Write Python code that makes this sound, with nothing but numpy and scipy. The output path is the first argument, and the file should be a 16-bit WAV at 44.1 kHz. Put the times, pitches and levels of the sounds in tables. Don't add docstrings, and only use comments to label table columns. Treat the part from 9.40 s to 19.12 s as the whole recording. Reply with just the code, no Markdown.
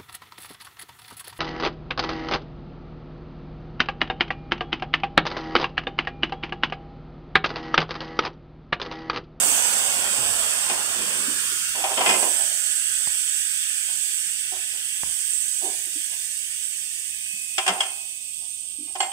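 import sys
import numpy as np
from scipy import signal
from scipy.fft import rfft, irfft, next_fast_len
from scipy.io import wavfile
from scipy.ndimage import uniform_filter1d, map_coordinates

SR = 44100
rng = np.random.default_rng(int(sys.argv[2]) if len(sys.argv) > 2 else 0)


def dump_mix(stems):
    frames = np.atleast_2d(stems).T
    limited = np.clip(frames, -1, 1)
    pcm = np.round(limited * 32767).astype(np.int16)
    wavfile.write(sys.argv[1], SR, pcm)


N = 428652
TIME = np.arange(N) / SR

# frequency_hz, level_db
CLASH_SPECTRUM = [(120, -44), (300, -38.5), (400, -15), (500, 0), (730, 4), (1020, 5.5), (1500, 10),
                  (2300, 8), (3250, 10), (3900, -0.5), (5500, 3.5), (8200, 4.5), (10500, -6), (15000, -23)]
# frequency_hz, level_db
THUD_SPECTRUM = [(50, -37), (120, -26), (200, -2.5), (380, 3), (600, 3.5), (1000, 6.5), (1500, -17),
                 (4000, -59)]
# pitch_hz, level_db, t60_s
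FRAME_MODES = [(373, -16.5, 0.16), (639, -12.5, 0.18), (710, -7, 0.079), (946.5, -13, 0.16),
               (1050, -8.5, 0.13), (1333, -18, 0.14), (2086, -7, 0.11), (2466, -5.5, 0.11),
               (2780, -6.5, 0.1), (5130, -3.5, 0.054)]
# pitch_hz, level_db, t60_s
ARM_MODES = [(770, 3, 0.059), (800, -16, 0.43)]


def amp(db):
    return 10 ** (np.asarray(db) / 20)


def unit(x):
    return x / np.sqrt(np.mean(x ** 2) + 1e-20)


def along(points, hz):
    frequencies, values = np.transpose(points)
    return np.interp(np.log(hz + 1), np.log(frequencies + 1), values)


def wobble(rate_hz):
    knots = rng.standard_normal(int(N * rate_hz / SR) + 4)
    return map_coordinates(knots, [np.arange(N) * rate_hz / SR])


def step(t, middle_s, takes_s):
    return (1 + np.tanh((t - middle_s) / takes_s / 2)) / 2


def fading(t, t60_s, attack_s):
    return amp(-60 * t / t60_s) * (1 - np.exp(-t / attack_s))


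def add(track, start_s, sound):
    part = track[:, round(start_s * SR):][:, :sound.shape[-1]]
    part += sound[..., :part.shape[-1]]


def filtered(x, response):
    size = x.shape[-1]
    padded = next_fast_len(size + 8192)
    return irfft(rfft(x, padded) * response(np.fft.rfftfreq(padded, 1 / SR)), padded)[..., :size]


def swept(x, gain, size=512):
    hz, t, spectra = signal.stft(x, SR, nperseg=size)
    return signal.istft(spectra * gain(hz[:, None], t), SR)[1][:, :x.shape[-1]]


def patchy(x, depth_db, bands, frames, size=512):
    def gain(hz, t):
        field = rng.standard_normal((2, len(hz), len(t)))
        field = unit(uniform_filter1d(uniform_filter1d(field, bands, 1), frames, 2))
        return amp(depth_db * np.minimum(field, 0.7))
    return unit(swept(x, gain, size))


def noise(spectrum, size=N):
    # frequency_hz, correlation
    coherence = [(60, 0.76), (150, 0.89), (300, 0.84), (700, 0.42), (1300, 0.17), (2600, -0.78),
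                 (3700, -0.14), (5000, -0.15), (7000, -0.032), (8300, 0.23), (11000, -0.18)]
    def colour(hz):
        angle = np.arccos(np.clip(along(coherence, hz), -1, 1)) / 2
        return amp(along(spectrum, hz)) * [np.cos(angle), np.sin(angle)]
    mid, side = filtered(rng.standard_normal((2, size)), colour)
    return unit(np.array([mid + side, mid - side]))


def band(centre_hz, width, size):
    return noise([(centre_hz * (1 + width) ** k, -10 * k * k) for k in range(-3, 4)], size)


def valve_open(t, release_s=1.47, decay_s=0.52):
    return np.exp(-np.maximum(t - release_s, 0) / decay_s)


def running_low(t):
    return step(t, middle_s=8.9, takes_s=0.44)


def swelling(t):
    # start_s, rise_s, decay_s, hiss_gain_db, resonance_gain_db
    swells = [(-0.15, 0.22, 0.28, 4, -4.5), (1.9, 0.25, 0.73, -1, -11), (2.6, 0.18, 2.5, 4.5, 5.5),
              (5.6, 0.34, .45, 4, 3), (5.9, 0.54, 1.5, 1.7, -0.5)]
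    gains_db = 0
    for start_s, rise_s, decay_s, hiss_db, resonance_db in swells:
        rise = np.clip((t - start_s) / rise_s, 0, 1)
        decay = np.exp(-np.maximum(t - start_s - rise_s, 0) / decay_s)
        gains_db += np.outer([hiss_db, resonance_db], rise * decay)
    return gains_db


def hiss(start_db=-19, fall_db_per_s=1.154, flutter_db=0.2, drift_db=0.5):
    # frequency_hz, level_db
    jet_spectrum = [(3500, -36), (5700, -13), (6200, -3.5), (6900, -3.5), (7300, -3), (8200, 1.5),
                    (9000, -1.5), (9700, -2.5), (10200, -7), (10800, -7.5), (12200, -14.5), (13600, -10.5),
                    (15500, -15)]
    def vent(hz, t):
        peak = lambda at_hz, wide_hz: 1 / (1 + (2 * (hz - at_hz) / wide_hz) ** 4)
        centre_hz = 7895 + 45 * t
        width_hz = 1050 * np.exp(-0.041 * t) * (1 - 0.35 * running_low(t))
        lift_db = 1 + 11.5 * running_low(t) + swelling(t)[1]
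        upper_hz = 8900 + 686 * step(t, 2.6, 0.12)
        gain = 1 + amp(lift_db) * peak(centre_hz, width_hz) + amp(-7) * peak(upper_hz, 510)
        return gain / np.linalg.norm(gain * amp(along(jet_spectrum, hz)), axis=0)
    jet = swept(noise(jet_spectrum), vent)
    jet = patchy(jet, depth_db=0.97, bands=8, frames=7)
    jet = patchy(jet, depth_db=5.5, bands=1, frames=12, size=2048)
    level_db = start_db - fall_db_per_s * TIME - 2.5 * running_low(TIME) + swelling(TIME)[0]
    return jet * amp(level_db + flutter_db * wobble(26) + drift_db * wobble(3.96))


def rush(start_db=-29, fall_db_per_s=1.44, open_edge_hz=490, flutter_db=0.33):
    # frequency_hz, level_db
    rush_spectrum = [(200, -5), (800, 1.5), (1150, -2), (1650, 2), (2100, -4), (2600, 2), (3400, 0),
                     (4000, -4), (4700, -1), (5300, 0.5), (5750, -1.5), (7000, -23), (10000, -34)]
    def high_pass(hz, t):
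        shut_edge_hz = 1280 + 64 * t + 800 * running_low(t)
        edge_hz = shut_edge_hz + (open_edge_hz - shut_edge_hz) * valve_open(t)
        return 1 / np.sqrt(1 + (edge_hz / (hz + 1)) ** 16)
    air = swept(noise(rush_spectrum), high_pass)
    air = patchy(air, depth_db=2.3, bands=2, frames=13)
    air = patchy(air, depth_db=5.5, bands=2, frames=7, size=2048)
    level_db = start_db - fall_db_per_s * TIME - 3.5 * running_low(TIME) + 0.16 * swelling(TIME)[0]
    return air * amp(level_db + flutter_db * wobble(22))


def tyre_rub(creep_db=-52, attack_s=0.008, release_s=0.052):
    # frequency_hz, level_db
    rubber_spectrum = [(60, -43.5), (130, -17.5), (200, 5), (270, 2), (400, 2), (600, 0.5), (1200, -37)]
    # frequency_hz, level_db
    rumble_spectrum = [(20, -10), (48, 2), (90, 6), (150, 3), (280, -29)]
    # start_s, length_s, rub_gain_db, rumble_gain_db
    drags = [(0, 0.14, -41.5, -57), (0.26, 0.16, -45, -64), (0.564, 0.27, -50, -69),
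             (0.784, 0.12, -45, -43), (1.308, 0.19, -60, -63), (1.558, 0.39, -43.5, -62),
             (2.033, 0.18, -61, -56)]
    rub, rumble = amp(creep_db) * valve_open(TIME), 0
    for start_s, length_s, rub_db, rumble_db in drags:
        drag = step(TIME, start_s, attack_s) * (1 - step(TIME, start_s + length_s, release_s))
        rub += amp(rub_db - 1) * drag
        rumble += amp(rumble_db - 2) * drag
    judder = patchy(noise(rubber_spectrum), depth_db=3.5, bands=2, frames=8)
    return judder * rub + noise(rumble_spectrum) * rumble


def background(start_db=-51, sink_db=11, drift_db=0.5):
    # frequency_hz, level_db
    shop_spectrum = [(20, -23), (45, 4.5), (90, 0), (170, -2.5), (300, -8.5), (700, -9.5), (1300, -15.5),
                     (4000, -12.5), (12000, -43)]
    level_db = start_db - sink_db * step(TIME, 2.9, 0.98) - drift_db * wobble(3.04)
    return amp(level_db) * noise(shop_spectrum)


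def ring(t, modes, treble_db=0, scatter_db=2.5, detune=0.0072):
    out = np.zeros((2, len(t)))
    for hz, db, t60_s in modes:
        phase = rng.uniform(0, 2 * np.pi) + rng.normal(0, min(hz / 2400, 2), (2, 1))
        level_db = db + rng.normal(0, scatter_db) + treble_db * (hz > 1400)
        pitch_hz = hz * (1 + detune * rng.standard_normal())
        out += amp(level_db) * fading(t, t60_s, 0.0017) * np.sin(2 * np.pi * pitch_hz * t + phase)
    return out


def in_shop(sound, wet_db):
    # frequency_hz, t60_s
    decay_times = [(150, 0.4), (700, 0.62), (3000, 0.36), (10000, 0.28)]
    size = sound.shape[-1]
    white = noise([(20, 0), (20000, 0)], size)
    tail = swept(white, lambda hz, t: amp(-60 * t / along(decay_times, hz)))
    tail *= 1 - np.exp(-np.arange(size) / SR / 0.0014)
    tail /= np.linalg.norm(tail[0])
    return sound + amp(wet_db) * signal.fftconvolve(sound, tail, axes=1)[:, :size]


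def clanks(rebound_s=0.015):
    # start_s, gain_db, bright_db, wheel_weight, arm_gain, jaw_gain, lever_gain, rise_s
    impacts = [(1.297, -22.5, -1.5, 0.9, 0.45, 0, 0.05, 0.0014),
               (2.439, -12, -10.5, 0.3, 0.63, 0, 0.2, 0.0043),
               (2.509, -18, -18.5, 0.55, 0.3, 0.06, 0, 0.0022),
               (2.574, -13.5, -9, 0.77, 0.1, 0.1, 0.1, 0.001), (2.608, -12, -6.5, 0.36, .4, 0, 0.3, 0.0023),
               (2.661, -11.5, -4, 0.63, 0.4, 0.17, 0, 0.0019),
               (2.691, -12, -2, 0.71, 0.24, 0, 0.25, 0.0012), (2.711, -22, 0, 0.6, 0.5, .2, .1, 0.0012),
               (2.74, -19, -2, 0.76, 0, 0.1, 0.1, 0.002), (2.824, -15, -9.5, 0.65, 0.2, 0, 0, 0.003),
               (2.868, -32.5, -13, 0.3, 0.3, 0.4, 0.2, .002),
               (8.181, -13.5, -2, 0.1, 0.4, 0.22, 0.3, 0.0015),
               (8.264, -18, -3, 0.1, 0.6, 0.04, 0.1, 0.0012),
               (8.278, -12.5, -2.5, 0.35, 0.44, 0.3, 0, 0.0015),
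               (8.289, -15, -6, 0.64, 0.5, 0, 0.06, 0.00076), (8.376, -28, -8, 0, 0.8, 0, 0, 0.0035),
               (8.405, -20.5, 1.5, 0.06, 0.7, 1, 0.6, 0.0016), (8.433, -30.5, 3.5, 0, 0.85, .2, 0, 0.0016),
               (9.553, -23, -7, 0, 1, 0.07, .1, 0.0032), (9.604, -15, -6.5, 0.2, 0.77, 0.24, 0.96, 0.00078),
               (9.628, -22, -4.5, 0.41, 0.5, 0, 0, .002), (9.716, -30, -4, 0, 0.5, 0.76, 0, 0.0025)]
    # pitch_hz, level_db, t60_s
    jaw_modes = [(3140, 2.5, 0.062), (3270, 4.5, 0.06), (6800, -20, 0.043), (8250, 4, 0.073)]
    # pitch_hz, level_db, t60_s
    lever_modes = [(2960, 2, 0.024), (4320, -6, 0.045), (7500, -7, 0.17), (8140, 0, 0.065)]
    out, t = np.zeros((2, N)), np.arange(SR // 2) / SR
    for start_s, gain_db, bright_db, weight, arm, jaw, lever, rise_s in impacts:
        for delay_s, strength in [(0, 1), (rebound_s, amp(-2) * weight)]:
            burst = fading(t, 0.076, 0.00068) + 0.6 * fading(t, 0.0086, 0.0005)
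            clash = amp(1 + bright_db) * noise(CLASH_SPECTRUM, len(t)) * burst
            thud = amp(-7) * weight ** 2 * noise(THUD_SPECTRUM, len(t)) * fading(t, 0.32, 0.0016)
            steel = amp(-5) * ring(t, FRAME_MODES, treble_db=bright_db)
            steel += arm * ring(t, ARM_MODES, scatter_db=1)
            steel += jaw * ring(t, jaw_modes) + lever * ring(t, lever_modes)
            blow = (steel + clash + thud) * (1 - np.exp(-t / rise_s))
            add(out, start_s + delay_s - 0.001, amp(gain_db) * strength * in_shop(blow, wet_db=-8.5))
    return out


def thumps(width=0.2):
    # start_s, gain_db, pitch_hz, t60_s
    pushes = [(1.877, -28, 271, 0.16), (2.114, -37.5, 348, 0.15), (2.68, -28.5, 202, .25),
              (5.122, -39, 382, 0.12), (6.231, -36, 362, 0.3), (6.467, -48, 335, 0.14),
              (6.555, -35.5, 304, .11), (7.928, -51, 176, 0.24), (8.293, -35.5, 192, 0.19),
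              (9.383, -42, 296, 0.36)]
    out, t = np.zeros((2, N)), np.arange(SR // 2) / SR
    for start_s, gain_db, pitch_hz, t60_s in pushes:
        add(out, start_s, amp(gain_db) * band(pitch_hz, width, len(t)) * fading(t, t60_s, 0.0063))
    return out


def knocks(swell_s=0.018, scuff_db=-8):
    # start_s, gain_db, cutoff_hz, thud_db
    contacts = [(2.345, -31.5, 1100, 0), (2.374, -27.5, 940, -1.5), (2.99, -29, 1150, -16),
                (3.6, -41, 800, -4), (4.48, -40.5, 1400, -8), (5.118, -28.5, 1200, -13),
                (5.328, -45, 1020, 0), (6.213, -30, 1124, -5), (6.25, -24.5, 770, -3.5),
                (6.708, -40.5, 970, -11), (9.01, -47, 1120, -11), (9.47, -43, 2800, -20)]
    size = SR // 2
    out, t = np.zeros((2, N)), np.arange(size) / SR
    envelope = t / swell_s * np.exp(-t / swell_s)
    for start_s, gain_db, cutoff_hz, thud_db in contacts:
        modes = ring(t, FRAME_MODES) + amp(-6) * ring(t, ARM_MODES)
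        friction = rng.standard_normal((1, 2 * size))
        stirred = unit(signal.fftconvolve(modes, friction, axes=1)[:, size:2 * size])
        scuff = amp(scuff_db) * noise(CLASH_SPECTRUM, size)
        thud = amp(thud_db) * noise(THUD_SPECTRUM, size)
        soft = signal.sosfilt(signal.butter(4, cutoff_hz, fs=SR, output="sos"), stirred + scuff + thud)
        add(out, start_s, amp(gain_db) * in_shop(soft * envelope, wet_db=-10))
    return out


def bead_scrape(attack_s=0.011, release_s=0.025):
    # frequency_hz, level_db
    bead_spectrum = [(150, -25), (330, -17), (500, -3), (730, 3), (1050, 4), (1400, -7), (3200, -6),
                     (4500, -35)]
    # start_s, length_s, level_db
    slides = [(2.425, 0.11, -31.5), (2.592, 0.11, -26.5)]
    envelope = sum(amp(db) * step(TIME, start_s, attack_s) * (1 - step(TIME, start_s + length_s, release_s))
                   for start_s, length_s, db in slides)
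    return envelope * noise(bead_spectrum)


def rim_ring(pitch_hz=640, width=0.29, t60_s=1.53):
    # start_s, gain_db
    blows = [(2.7, -34), (6.26, -58), (8.29, -53)]
    out, t = np.zeros((2, N)), np.arange(2 * SR) / SR
    for start_s, gain_db in blows:
        add(out, start_s, amp(gain_db) * band(pitch_hz, width, len(t)) * fading(t, t60_s, 0.017))
    return out


def camera_bumps(contact_s=0.00014, rebound_s=0.0011, low_cut_hz=55, rustle_db=-31):
    # start_s, gain_db
    taps = [(3.674, -21), (5.6345, -17)]
    # frequency_hz, level_db
    rustle_spectrum = [(25, -26), (60, 12), (300, -4), (1100, 4), (1800, -21), (4000, -30)]
    out, t = np.zeros((2, N)), np.arange(SR // 4) / SR
    push = lambda at_s: np.exp(-((t - at_s) / contact_s) ** 2)
    force = push(rebound_s) + 0.55 * push(2 * rebound_s)
    click = signal.sosfilt(signal.butter(2, low_cut_hz, "high", fs=SR, output="sos"), force)
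    for start_s, gain_db in taps:
        rustle = amp(rustle_db) * noise(rustle_spectrum, len(t)) * fading(t, 0.63, 0.0017)
        add(out, start_s - rebound_s, amp(gain_db) * (rustle - click))
    return out


def whistle(pitch_hz=2550, waver_hz=15, flutter_db=1.2, port_shift_rad=2.2):
    # time_s, level_db
    envelope = [(7.4, -67), (7.66, -55), (7.74, -45), (7.82, -43), (7.9, -37), (7.98, -37.5), (8.05, -42),
                (8.15, -41), (8.6, -43), (8.85, -49), (9.1, -54), (9.6, -64)]
    times_s, levels_db = np.transpose(envelope)
    phase = 2 * np.pi * np.cumsum(pitch_hz + waver_hz * wobble(120)) / SR
    ports = np.sin([phase, phase + port_shift_rad + 0.5 * wobble(10)])
    level_db = np.interp(TIME, times_s, levels_db) + flutter_db * wobble(26)
    return (TIME > times_s[0]) * amp(level_db) * ports


def vent_tones(start_s=8.65, fall_db_per_s=3.5, waver_hz=14, flutter_db=2):
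    # pitch_hz, width_hz, gain_db
    tones = [(8400, 52, -35.5), (8570, 60, -32.5)]
    out = 0
    for pitch_hz, width_hz, gain_db in tones:
        phase = 2 * np.pi * np.cumsum(pitch_hz + waver_hz * wobble(8)) / SR
        tone = wobble(width_hz) * np.sin(phase) + wobble(width_hz) * np.cos(phase)
        out += amp(gain_db + flutter_db * wobble(8.2)) * tone
    return out * step(TIME, start_s, 0.25) * amp(-fall_db_per_s * np.maximum(TIME - start_s, 0))


def scene():
    air = hiss() + rush() + whistle() + vent_tones()
    machine = tyre_rub() + bead_scrape() + thumps() + clanks() + rim_ring() + knocks()
    return air + machine + camera_bumps() + background()


def record(dry, notch_hz=4050, notch_width_hz=180, notch_db=-7, top_hz=15650):
    # frequency_hz, gain_db
    left_response = [(100, -2.5), (600, -1.5), (2000, 0.5), (3100, 4), (4600, 0.5), (5700, -4.5),
                     (6900, -24), (7600, -26.5), (8200, -25.5), (9100, -22), (10600, -9.5), (11700, -20),
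                     (14000, -17), (15500, -29)]
    notch = lambda hz: amp(notch_db * np.exp(-((hz - notch_hz) / notch_width_hz) ** 2))
    ports = filtered(dry, lambda hz: notch(hz) * amp([along(left_response, hz), 0 * hz]))
    return filtered(ports, lambda hz: hz < top_hz)


dry = scene()
out = record(dry)
dump_mix(out)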